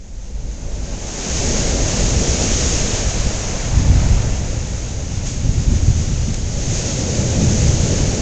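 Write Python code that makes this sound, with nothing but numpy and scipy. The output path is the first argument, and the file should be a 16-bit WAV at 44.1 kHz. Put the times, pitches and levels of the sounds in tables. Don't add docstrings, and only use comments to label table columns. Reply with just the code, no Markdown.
import sys
import numpy as np
from scipy import signal
from scipy.fft import rfft, irfft, next_fast_len
from scipy.io import wavfile
from scipy.ndimage import uniform_filter1d, map_coordinates

SR = 44100
rng = np.random.default_rng(int(sys.argv[2]) if len(sys.argv) > 2 else 0)


def transcribe(u):
    v = np.clip(np.atleast_2d(u).T, -1, 1)
    q = np.round(v * 32767).astype(np.int16)
    wavfile.write(sys.argv[1], SR, q)


N = 362061

TOP_HZ = 9230
# f/Hz, level/dB
FOAM_TONE = [(500, -14.5), (1100, -3.5), (1700, -2.5), (2200, 0), (2750, .5), (3300, -3.5), (4500, -4.5),
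             (6500, -11), (9000, -13.5)]
# f/Hz, level/dB
SPRAY_TONE = [(900, -40.5), (2000, -14), (3200, -2), (4300, -0.5), (5500, -1), (7000, 0), (9000, -4.5)]


def amp(db):
    return 10 ** (np.asarray(db) / 20)


def unit(x):
    return x / np.sqrt(np.mean(x ** 2) + 1e-20)


def clock():
    return np.arange(N) / SR


def curves(rows):
    times, *columns = np.transpose(rows)
    return [np.interp(clock(), times, column) for column in columns]


def wobble(rate):
    return map_coordinates(rng.standard_normal(int(N * rate / SR) + 4), [clock() * rate])


def coloured(x, tone, top_hz=np.inf):
    size = next_fast_len(N + 8192)
    hz = np.fft.rfftfreq(size, 1 / SR)
    tone_hz, tone_db = np.transpose(tone)
    gain = amp(np.interp(np.log(hz + 1), np.log(tone_hz + 1), tone_db)) * (hz < top_hz)
    return irfft(rfft(x, size) * gain, size)[:N]


def rush(tone):
    return unit(coloured(rng.standard_normal(N), tone))


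def wind():
    # t/s, rumble level/dB, swirl level/dB
    gusts = [(0, -30, -41.5), (0.42, -25.5, -36), (0.8, -26, -32), (1.24, -32.5, -35.5), (1.34, -20, -26),
             (2.3, -18, -20.5), (2.8, -22.5, -26.5), (3.05, -18, -22.5), (3.62, -22, -25),
             (3.88, -14, -14.5), (4.28, -19, -21), (5, -27.5, -26), (5.6, -21, -18), (6.05, -21, -20),
             (6.55, -23, -24), (7.35, -27.5, -18), (7.95, -19, -20), (8.21, -28, -22)]
    # f/Hz, level/dB
    rumble_tone = [(8, -8.5), (22, -4), (42, 0), (65, -5), (95, -23.5), (160, -26), (400, -46.5),
                   (900, -72.5)]
    # f/Hz, level/dB
    swirl_tone = [(25, -27), (55, -6), (80, -0.5), (110, -2), (150, -8), (220, -14.5), (350, -26),
                  (900, -58)]
    rumble_db, swirl_db = curves(gusts)
    puffs_db = wobble(14) + 1.1 * wobble(6)
    rumble = amp(rumble_db) * rush(rumble_tone)
    swirls = amp(swirl_db) * rush(swirl_tone)
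    return amp(puffs_db) * (rumble + swirls)


def churn(tone, patchy_db):
    grid = signal.stft(rng.standard_normal(N), nperseg=512)[2]
    patches = uniform_filter1d(rng.standard_normal(grid.shape), size=9, axis=0)
    patches = uniform_filter1d(patches, size=12, axis=1)
    patchy_noise = signal.istft(grid * amp(patchy_db * unit(patches)), nperseg=512)[1][:N]
    return unit(coloured(patchy_noise, tone))


def bubbles(count, centre_hz, spread, cycles, scatter_db):
    when, pitch, size = rng.random((count, 3)).T[:, :, None]
    hz = np.minimum(centre_hz * np.exp(spread * (2 * pitch - 1)), TOP_HZ)
    age = np.arange(SR // 400)
    turns = hz * age / SR
    pings = amp(scatter_db * size) * np.sin(2 * np.pi * turns) * np.exp(-turns / cycles)
    positions = (when * N).astype(int) + age
    return unit(np.bincount(positions.ravel(), pings.ravel(), N)[:N])


def surge(peak_s, db, shape):
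    build, hold, fade = shape
    age = clock() - peak_s
    return amp(db - build * np.maximum(-age, 0) - fade * np.maximum(age - hold, 0))


def wave_gains():
    # t/s, level/dB
    wash = [(0, -56), (0.8, -47), (4.3, -39), (5.05, -40.5), (5.6, -38), (6, -37), (6.45, -39.5),
            (8.21, -33)]
    # crash t/s, crash level/dB, cloud delay/s, cloud level/dB,
    # run-up delay/s, run-up level/dB, swash level/dB
    waves = [(1.379, -27, 0.13, -28, 1.09, -26, -35), (6.751, -31.5, 0.35, -29, 0.9, -32, -43.5)]
    # build/(dB per s), hold/s, fade/(dB per s)
    crash_shape = (37, 0.037, 8.4)
    cloud_shape = (14.4, 0.95, 4.03)
    swash_shape = (20.4, 2.73, 15.8)
    runup_foam_shape = (14.5, 0.2, 8.9)
    runup_spray_shape = (13.6, 0.12, 9.2)
    wash_db, = curves(wash)
    roar, swash = [amp(wash_db - 1.5)], [amp(wash_db - 6.5)]
    foam, spray = [amp(wash_db - 2.5)], [amp(wash_db)]
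    for start, crash_db, cloud_delay, cloud_db, runup_delay, runup_db, swash_db in waves:
        crash = surge(start, crash_db, crash_shape)
        sheet = surge(start, swash_db, swash_shape)
        runup_foam = surge(start + runup_delay, runup_db - 5, runup_foam_shape)
        runup_spray = surge(start + runup_delay, runup_db, runup_spray_shape)
        roar.append(surge(start + cloud_delay, cloud_db, cloud_shape))
        swash.append(sheet)
        foam += [amp(-5.5) * crash, amp(-3) * sheet, runup_foam]
        spray += [crash, runup_spray]
    return [np.linalg.norm(parts, axis=0) for parts in (roar, swash, foam, spray)]


def surf():
    # f/Hz, level/dB
    roar_tone = [(80, -14.5), (200, 5.5), (300, 2.5), (400, 0), (570, 2), (720, -8), (830, -5.5),
                 (1100, -25.5), (1600, -19), (4000, -57.5)]
    # f/Hz, level/dB
    boom_tone = [(50, -22.5), (130, 3), (200, 2), (320, -3), (480, -2), (600, -6), (900, -28), (2000, -62)]
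    # f/Hz, level/dB
    swash_tone = [(300, -17.5), (650, 4.5), (820, 0.5), (980, -2), (1130, -6), (1400, -7), (2100, -7.5),
                  (3500, -22), (9000, -45)]
    roar_gain, swash_gain, foam_gain, spray_gain = wave_gains()
    roar = roar_gain * churn(roar_tone, patchy_db=1.74)
    heaviness = (roar_gain / roar_gain.max()) ** 0.57
    boom = amp(2) * roar_gain * heaviness * rush(boom_tone)
    swash = swash_gain * churn(swash_tone, patchy_db=0.44)
    popping = bubbles(count=14000, centre_hz=2370, spread=0.57, cycles=2.9, scatter_db=26)
    foam = foam_gain * (churn(FOAM_TONE, patchy_db=0.57) + amp(-10.5) * popping)
    fizz = bubbles(count=20000, centre_hz=5590, spread=0.36, cycles=2.0, scatter_db=20.5)
    spray = spray_gain * (churn(SPRAY_TONE, patchy_db=0.6) + amp(-8.5) * fizz)
    tumble_db = 0.38 * wobble(6) + 0.41 * wobble(19) + 0.22 * wobble(60)
    return roar + boom + amp(tumble_db) * (swash + foam + spray)


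def drops(splash):
    # t/s, level/dB, time to fade by 60 dB/s
    landings = [(1.004, -26, 0.0082), (6.342, -24.5, 0.026)]
    gain = np.zeros(N)
    for start, db, fade_s in landings:
        age = np.maximum(clock() - start, 0)
        gain += amp(db - 60 * age / fade_s) * (age > 0)
    return gain * splash


def slaps(splash):
    # t/s, level/dB, rise time/s, time to fade by 60 dB/s
    crests = [(1.56, -22, 0.03, 0.51), (5.25, -26.5, 0.017, 0.46), (5.96, -33, 0.0066, 0.66)]
    gain = np.zeros(N)
    for start, db, rise_s, fade_s in crests:
        age = np.maximum(clock() - start, 0)
        gain += amp(db - 60 * age / fade_s) * (1 - np.exp(-age / rise_s))
    return gain * splash


def wind_bumps():
    # t/s, level/dB, f/Hz
    strikes = [(3.778, -3, 56.3), (3.904, 0.5, 69.7), (3.956, -6, 66.4), (4.111, -1, 64.6),
               (5.494, -4, 92.6), (5.886, -0.5, 87), (5.905, -4.5, 110), (6.2, -7.5, 74.4),
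               (7.653, -7, 115), (7.698, -3.5, 117), (7.837, -5, 108), (8.036, -6, 85)]
    bumps = np.zeros(N)
    for peak_s, db, hz in strikes:
        swing = (np.pi * hz * (clock() - peak_s)) ** 2
        bumps += amp(db) * (2 * swing - 1) * np.exp(-swing)
    return bumps


def thuds():
    # t/s, level/dB, width/s
    swells = [(5.733, -20, 0.033), (6.295, -20.5, 0.027), (7.414, -16, 0.051), (7.516, -15, 0.045),
              (7.92, -22, 0.071)]
    # f/Hz, level/dB
    thud_tone = [(60, -6), (130, -1), (200, 1), (290, -16.5), (420, -18), (900, -39)]
    gain = sum(amp(db) * np.exp(-((clock() - peak_s) / width) ** 2) for peak_s, db, width in swells)
    return gain * rush(thud_tone)


def scene():
    sea = surf()
    splash = unit(rush(FOAM_TONE) + amp(4) * rush(SPRAY_TONE))
    return (sea + drops(splash) + slaps(splash) + thuds() + wind() + wind_bumps())[None]


def record(dry):
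    # f/Hz, gain/dB
    opening_tone = [(4300, 0), (5200, 3.5), (5900, 8), (6550, 11.5), (7000, 8), (7450, 4), (7900, -4),
                    (8300, -6.5), (8700, -14), (9050, -25.5), (9250, -48)]
    heard = coloured(dry[0], opening_tone)
    ceiling, hardness = 0.74, 8
    squashed = heard / (1 + np.abs(heard / ceiling) ** hardness) ** (1 / hardness)
    return coloured(squashed, tone=[(1, 0)], top_hz=TOP_HZ)[None]


dry = scene()
out = record(dry)
transcribe(out)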